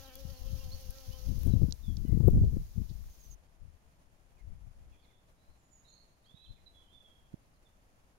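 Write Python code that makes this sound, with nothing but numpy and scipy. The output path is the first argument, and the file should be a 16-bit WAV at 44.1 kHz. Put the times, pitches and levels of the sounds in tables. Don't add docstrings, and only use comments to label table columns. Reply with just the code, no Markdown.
import sys
import numpy as np
from scipy import signal
from scipy.fft import rfft, irfft, next_fast_len
from scipy.io import wavfile
from scipy.ndimage import uniform_filter1d

SR = 44100
rng = np.random.default_rng(int(sys.argv[2]) if len(sys.argv) > 2 else 0)


def output_pcm(signal):
    pcm = np.clip(np.atleast_2d(signal).T, -1, 1) * 32767
    wavfile.write(sys.argv[1], SR, np.round(pcm).astype(np.int16))


N = 360738
TIME = np.arange(N) / SR

# (middle [s], length [s], added beat rate [Hz])
THRUSTS = [(0.01, 0.092, 12.8), (0.08, 0.032, 11.2), (0.203, 0.083, 16.2), (0.302, 0.044, 14.3),
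           (0.466, 0.043, 7.2), (0.538, 0.081, 8.9), (0.631, 0.076, 7.2), (0.744, 0.047, 10.8),
           (0.821, 0.059, 8.05), (0.974, 0.1, 10.2), (1.107, 0.13, 3.04), (1.262, 0.12, 3.45)]
# (time [s], left level [dB], right level [dB])
HUM_LEVELS = [(0, -63.5, -79), (.22, -60, -76), (.4, -63, -76), (.48, -59, -72), (.62, -62.5, -76),
              (1.0, -61.5, -79), (1.25, -60, -75), (1.45, -61.5, -85), (1.7, -63, -87)]
# (harmonic number, left base level [dB], right base level [dB])
PARTIALS = [(1, -72, -68), (3, -72, -71.5), (4, -77.5, -76), (5, -78, -75.5), (6, -84, -77),
            (7, -78.5, -85), (8, -88, -91), (9, -83, -85), (12, -77, -73), (14, -94, -84)]
# (time [s], gain of the partials [dB], gain of the hiss [dB])
STROKE_GAINS = [(0, 0, 0.5), (.09, 5, -4), (.22, -3.5, -2.5), (.68, -3.5, 0.5), (.85, -5.5, -0.5),
                (1.15, -5.5, 1), (1.48, -9, -1.5), (1.6, -12.5, -7.5)]
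# (frequency [Hz], left density [dB/Hz], right density [dB/Hz])
WING_HISS = [(300, -103, -104), (2100, -108.5, -110), (3000, -106, -98), (3700, -109, -98),
             (4400, -108, -93.5), (6500, -107, -93), (7700, -115, -114), (8800, -106, -130),
             (9900, -107, -132), (10900, -97.5, -118), (12900, -97.5, -109), (14100, -103, -108),
             (15000, -99, -111)]
# (time [s], left force [dB], right force [dB])
BREEZE = [(0, -52, -61), (.9, -57, -52), (1.25, -37.5, -62), (3.0, -49, -62), (3.5, -63.5, -75.5),
          (4.9, -63, -69), (5.3, -77, -72.5), (6.15, -77, -81), (6.6, -61, -75), (7.1, -74.5, -70),
          (8.18, -75, -72)]
# (start [s], hold [s], left force [dB], right force [dB])
GUSTS = [(0.246, 0.057, -36.5, -65), (0.44, 0.15, -33, -56), (0.657, 0.1, -37.5, -46.5),
         (0.866, 0.031, -38.5, -62), (1.085, 0.022, -39, -66), (1.271, 0.13, -30.5, -58),
         (1.469, 0.11, -22.5, -49), (1.604, 0.045, -22.5, -55), (1.884, 0.4, -28.5, -55),
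         (2.129, 0.2, -22, -45), (2.333, 0.12, -19, -22.5), (2.47, 0.13, -25, -37.5), (2.64, .08, -57, -48),
         (2.767, 0.044, -27.5, -66), (2.896, 0.06, -36, -71), (2.995, 0.052, -34.5, -56),
         (3.075, 0.025, -49, -47), (3.27, 0.05, -42, -70), (3.621, 0.066, -45, -70),
         (4.445, 0.083, -41.5, -59), (4.57, 0.12, -45.5, -61), (4.776, 0.14, -50.5, -58),
         (5.486, 0.026, -54.5, -68), (6.488, 0.021, -52.5, -57)]
# (frequency [Hz], relative density [dB])
EDDY_SPECTRUM = [(10, -15), (25, -1), (55, 7.5), (95, -4.5), (150, -10.5), (230, -19.5), (360, -31),
                 (560, -45.5), (850, -58), (1500, -71), (6000, -125)]
# (time [s], left level [dB], right level [dB], pitch [Hz], crack relative to push [dB])
BUFFETS = [(0.253, -26.5, -63, 114, -38), (1.539, -10, -59, 152, -29), (1.62, -14.5, -61, 121.5, -19.5),
           (1.687, -21.5, -45, 165.6, -26), (1.887, -21.5, -64, 131, -32), (2.052, -21, -64, 201, -35),
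           (2.128, -11, -51, 87, -23), (2.176, -14.5, -56, 151, -24), (2.207, -10, -56, 110, -22.5),
           (2.276, -10.5, -38, 70, -20.5), (2.285, -9.5, -34, 135, -9), (2.439, -20, -34, 98, -16),
           (2.57, -19, -57, 213, -20), (2.781, -19.5, -60, 123, -36), (6.346, -74, -41, 134, -28),
           (7.342, -65, -28, 158, -22.5)]
# (frequency [Hz], relative density [dB])
CRACK_SPECTRUM = [(100, -6), (360, 12.5), (750, -12), (1300, -27), (2000, -58), (5000, -57.5)]
# (time [s], left gain [dB], right gain [dB], centre [Hz], decay time [s])
CLICKS = [(.155, -35.5, -62, 13400, 0.0016), (0.1553, -64, -40.5, 5350, 0.00093),
          (.81, -50, -70, 11060, 0.0038), (0.906, -39.5, -50, 12010, 0.0014),
          (0.984, -62, -43, 4750, .0015), (1.391, -45, -60, 13000, .0015), (1.709, -56, -45, 4200, .002),
          (1.7243, -46, -27, 5000, .0012), (1.722, -58, -51, 850, .003), (1.969, -54, -41, 4500, .002),
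          (2.085, -48, -68, 11100, 0.0014), (2.28, -32, -57.5, 13300, 0.0004),
          (2.892, -78, -56.5, 4330, 0.017), (3.039, -72, -55.5, 1450, 0.0022)]
# (time [s], length [s], start pitch [Hz], end pitch [Hz], source level [dB])
BIRD_NOTES = [(0.041, 0.027, 4340, 3820, -59), (0.126, 0.054, 3410, 3340, -65),
              (0.348, 0.042, 4550, 4120, -59.5), (0.588, 0.052, 2900, 2730, -64),
              (0.71, 0.031, 3917, 4520, -47.5), (1.106, 0.068, 2800, 3160, -61.5),
              (1.498, 0.049, 4220, 3810, -62.5), (1.817, 0.12, 3800, 3274, -64.5),
              (2.01, 0.18, 1950, 2054, -74), (2.047, 0.048, 3130, 2840, -72),
              (3.093, 0.073, 6540, 6220, -68), (3.184, 0.11, 6900, 5990, -62),
              (3.297, 0.052, 6980, 6140, -59), (5.577, 0.11, 7400, 6800, -79.5),
              (5.697, 0.12, 7280, 6610, -65.5), (5.835, 0.084, 4000, 3650, -69.5),
              (5.87, 0.1, 7040, 6450, -66), (6.233, 0.052, 3240, 4700, -72),
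              (6.251, 0.085, 3090, 3540, -66), (6.344, 0.18, 2500, 2640, -84),
              (6.324, 0.23, 3697, 4080, -64), (6.437, 0.038, 4000, 3100, -64),
              (6.658, 0.03, 4060, 3900, -58), (6.725, 0.12, 3387, 3394, -65),
              (6.746, 0.17, 3380, 2990, -78), (6.873, 0.059, 3050, 3300, -68),
              (6.912, 0.12, 3557, 3460, -62), (7.029, 0.091, 3430, 3274, -63),
              (7.13, 0.19, 3380, 3170, -80.5), (7.646, 0.037, 3690, 3470, -73)]
# (time [s], length [s], nominal pitch [Hz], source level [dB])
BIRD_TRILLS = [(4.863, 0.38, 3475, -77.5), (5.35, 0.25, 4080, -81.5), (5.838, 0.22, 4200, -66),
               (6.29, 0.31, 3520, -73)]
# (time [s], start pitch [Hz], source level [dB])
BIRD_CHIPS = [(4.365, 2580, -75), (4.909, 2990, -76), (5.008, 4980, -77), (5.01, 2770, -78.5),
              (5.08, 2520, -78), (6.555, 2700, -77), (7.417, 4970, -87), (7.528, 5300, -86)]
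# (frequency [Hz], left density [dB/Hz], right density [dB/Hz])
RUSTLE_SPECTRUM = [(300, -104, -104), (1283, -114, -112), (2730, -111, -112), (4800, -112, -104),
                   (7030, -112, -103), (7220, -114, -122), (10800, -107, -135), (11430, -104, -116),
                   (12630, -105, -114), (15750, -107, -119)]
# (middle [s], length [s], level relative to the rustle [dB])
SWISHES = [(1.45, 0.12, 4), (2.264, 0.2, -5)]
# (frequency [Hz], left density [dB/Hz], right density [dB/Hz])
AIR_SPECTRUM = [(28.96, -83.5, -89), (161, -97.5, -94.5), (408, -104, -105), (616, -100, -104),
                (1111, -106, -109), (2690, -114, -113), (3840, -121, -116), (7270, -126, -114),
                (7720, -123, -127), (8820, -118, -132), (10640, -117, -129), (15800, -126, -134)]
# (frequency [Hz], correlation [-1 to 1])
AIR_CORRELATION = [(60, 0.96), (130, 0.98), (290, 0.68), (640, 0.33), (1410, -0.35), (3100, 0.024)]
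# (frequency [Hz], level [dB])
WHINE_TONES = [(8764, -84), (9600, -80), (10470, -85)]

HOVER_HZ, LANDING_S, SLOWING_HZ_PER_S = 256.8, 1.5, 34
STOP_S, STOP_DB_PER_S = 1.71, 280
BEAM_DB_PER_HZ = 0.32, 1.04
RUSTLE_END_S = 3.35


def bee(jitter=.011, uneven_rad=.13, lobe_db=5, hum_flicker_db=1.4, hiss_flicker_db=1.5, slap_per_hz=.06):
    thrust_hz = sum(extra_hz * np.exp(-(2 * (TIME - s) / length) ** 2) for s, length, extra_hz in THRUSTS)
    beat_hz = HOVER_HZ + thrust_hz - SLOWING_HZ_PER_S * np.clip(TIME - LANDING_S, 0, 1)
    phase = 2 * np.pi * np.cumsum(beat_hz * (1 + jitter * wander(55)[0])) / SR
    partials_db, hiss_db = along(STROKE_GAINS)
    beam_db = np.outer(BEAM_DB_PER_HZ, thrust_hz) + hum_flicker_db * wander(34, channels=2)
    tone = gain_of(along(HUM_LEVELS) + beam_db) * np.sin(2 * phase)
    uneven_phase = phase + uneven_rad * wander(54, channels=2)
    for harmonic in [1, *range(3, 15)]:
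        sway_db = lobe_db * wander(10, channels=2)
        level_db = across(PARTIALS, harmonic)[:, None] + partials_db + sway_db
        tone += gain_of(level_db) * np.sin(harmonic * uneven_phase + 2 * np.pi * rng.random())
    slaps = unit_rms(np.exp(slap_per_hz * thrust_hz * np.cos(phase)))
    puffs = slaps * gain_of(hiss_db + hiss_flicker_db * wander(45)) * stereo_noise(WING_HISS)
    fade = gain_of(-STOP_DB_PER_S * np.clip(TIME - STOP_S, 0, 1))
    return (np.sqrt(2) * tone + puffs) * fade


def wind_force(rise_db_per_s=373.5, fall_db_per_s=267.5):
    power = gain_of(along(BREEZE)) ** 2
    for s, hold, left_db, right_db in GUSTS:
        rise_db = -rise_db_per_s * np.clip(s - TIME, 0, 1)
        fall_db = -fall_db_per_s * np.clip(TIME - s - hold, 0, 1)
        power += (gain_of([[left_db], [right_db]]) * gain_of(rise_db + fall_db)) ** 2
    return 10 * np.log10(power)


def wind(gusts_db, swell_db=3, db_per_octave=30, level_db=-1):
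    force_db = gusts_db + swell_db * wander(24, channels=2)
    hz, t, white = signal.stft(rng.standard_normal((2, N)), SR, nperseg=1024, noverlap=768)
    excess_db = np.maximum([np.interp(t, TIME, side) + 30 for side in force_db], -16)
    stretch = 2 ** (excess_db / db_per_octave)
    colour = gain_of(across(EDDY_SPECTRUM, hz[:, None] / stretch[:, None])[0])
    eddies = signal.istft(white * colour, SR, nperseg=1024, noverlap=768)[1][:, :N]
    power = uniform_filter1d(uniform_filter1d(eddies ** 2, size=1500), size=1500)
    return eddies / np.sqrt(abs(power) + 1e-20) * gain_of(force_db + level_db)


def buffets(width_cycles=.51, crack_s=.0035):
    out, t = np.zeros((2, N)), np.arange(-1024, 1024) / SR
    colour = gain_of(across(CRACK_SPECTRUM, np.fft.rfftfreq(len(t), 1 / SR))[0])
    for s, left_db, right_db, hz, crack_db in BUFFETS:
        push = np.sin(2 * np.pi * hz * t) / np.cosh(2 * t * hz / width_cycles)
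        crack = unit_rms(irfft(rfft(rng.standard_normal(len(t))) * colour)) / np.cosh(t / crack_s)
        add(out, s + t[0], gain_of([[left_db], [right_db]]) * (push + gain_of(crack_db) * crack))
    return out


def sharp_clicks(log_width=.32):
    out, t = np.zeros((2, N)), np.arange(-256, 1792) / SR
    hz = np.fft.rfftfreq(len(t), 1 / SR)
    for s, left_db, right_db, centre_hz, decay_s in CLICKS:
        band = unit_rms(1 / (1 + (np.log((hz + 1) / centre_hz) / log_width) ** 4))
        burst = rng.standard_normal((2, len(t))) * np.exp(-abs(t) / decay_s) * (t >= 0)
        add(out, s + t[0], gain_of([[left_db], [right_db]]) * irfft(rfft(burst) * band))
    return out


def birds(flutter_db=3, direct_db=-3, echo_db=-3, near_echo_db=-4, left_db=-10, chip_s=.058):
    song, sides = np.zeros((2, N)), gain_of([[left_db], [0]])
    for s, length, start_hz, end_hz, db in BIRD_NOTES:
        add(song, s, sides * gain_of(db) * whistle(length, start_hz, end_hz, quaver=.009))
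    for s, length, hz, db in BIRD_TRILLS:
        add(song, s, sides * gain_of(db) * whistle(length, hz * .96, hz * 1.02, quaver=.035))
    for s, hz, db in BIRD_CHIPS:
        add(song, s, sides * gain_of(db) * whistle(chip_s, hz, hz * .76, quaver=.035))
    early = TIME < RUSTLE_END_S
    near_echo = gain_of(near_echo_db) * echoes(song * early, t60=.35) * early
    far_echo = echoes(song * ~early, t60=.72)
    direct = song * gain_of(direct_db + flutter_db * wander(68, channels=2))
    return direct + gain_of(echo_db) * (near_echo + far_echo)


def whistle(length, start_hz, end_hz, quaver):
    progress = np.linspace(0, 1, round(length * SR))
    bend = 1 + quaver * unit_rms(uniform_filter1d(rng.standard_normal(len(progress)), size=120))
    hz = (end_hz + (start_hz - end_hz) * (1 - progress) ** np.sqrt(3)) * bend
    return unit_rms(np.sin(2 * np.pi * np.cumsum(hz) / SR) * signal.windows.tukey(len(hz), .5))


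def echoes(x, t60, leaves_db=2, leaves_t60=.13):
    t = np.arange(SR) / SR
    decay = gain_of(-60 * t / t60) + gain_of(leaves_db - 60 * t / leaves_t60)
    response = rng.standard_normal((2, SR)) * decay
    return signal.fftconvolve(x, unit_rms(response) / np.sqrt(SR), axes=1)[:, :N]


def grass_rustle(gusts_db, calm_crackle=.2, crackle_db=6, grain_db=6.5, grain_hz=400):
    gate = np.clip((RUSTLE_END_S - TIME) / .01, 0, 1)
    swish = sum(gain_of(db) * np.exp(-(2 * (TIME - s) / length) ** 4) for s, length, db in SWISHES)
    stirring = calm_crackle + gain_of(gusts_db + crackle_db) + np.array([[1], [0]]) * swish
    crackle = stirring * gain_of(grain_db * wander(grain_hz, channels=2))
    return stereo_noise(RUSTLE_SPECTRUM) * gate * np.hypot(1, crackle)


def open_air(drift_db=1):
    return stereo_noise(AIR_SPECTRUM, AIR_CORRELATION) * gain_of(drift_db * wander(21))


def electronics_whine(period_s=1 / 30, pulses_s=(.002, .0275), half_width_s=.002):
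    offsets = [(TIME - s + period_s / 2) % period_s - period_s / 2 for s in pulses_s]
    pulses = sum(np.exp(-(offset / half_width_s) ** 2) for offset in offsets)
    tones = sum(gain_of(db) * np.sin(2 * np.pi * hz * TIME) for hz, db in WHINE_TONES)
    return np.array([[1], [0]]) * pulses * tones


def stereo_noise(spectrum, correlation=((1, 0),)):
    size = next_fast_len(N)
    hz = np.fft.rfftfreq(size, 1 / SR)
    left, independent = rfft(rng.standard_normal((2, size))) * np.sqrt(SR / 2)
    shared = np.clip(across(correlation, hz)[0], -1, 1)
    right = shared * left + np.sqrt(1 - shared ** 2) * independent
    return irfft(np.array([left, right]) * gain_of(across(spectrum, hz)), size)[:, :N]


def wander(rate_hz, channels=1):
    points = N // 32
    hz = np.fft.rfftfreq(points, 32 / SR)
    slow = irfft(rfft(rng.standard_normal((channels, points))) / (1 + (hz / rate_hz) ** 4), points)
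    return unit_rms(np.array([np.interp(np.arange(N) / 32, np.arange(points), row) for row in slow]))


def gain_of(db):
    return 10 ** (np.asarray(db) / 20)


def unit_rms(x):
    return x / np.sqrt(np.mean(x ** 2, -1, keepdims=True) + 1e-30)


def along(rows):
    s, *columns = np.transpose(rows)
    return np.array([np.interp(TIME, s, column) for column in columns])


def across(rows, hz):
    row_hz, *columns = np.transpose(rows)
    return np.array([np.interp(np.log(hz + 1), np.log(row_hz + 1), column) for column in columns])


def add(mix, s, sound):
    part = mix[:, max(round(s * SR), 0):][:, :sound.shape[1]]
    part += sound[:, :part.shape[1]]


def scene():
    gusts_db = wind_force()
    foreground = bee() + wind(gusts_db) + buffets() + sharp_clicks()
    return foreground + birds() + grass_rustle(gusts_db) + open_air() + electronics_whine()


def record(dry):
    lowpass = signal.firwin(511, cutoff=15850, window=("kaiser", 9), fs=SR)
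    return signal.oaconvolve(dry, lowpass[None], "same", axes=1)


dry = scene()
out = record(dry)
output_pcm(out)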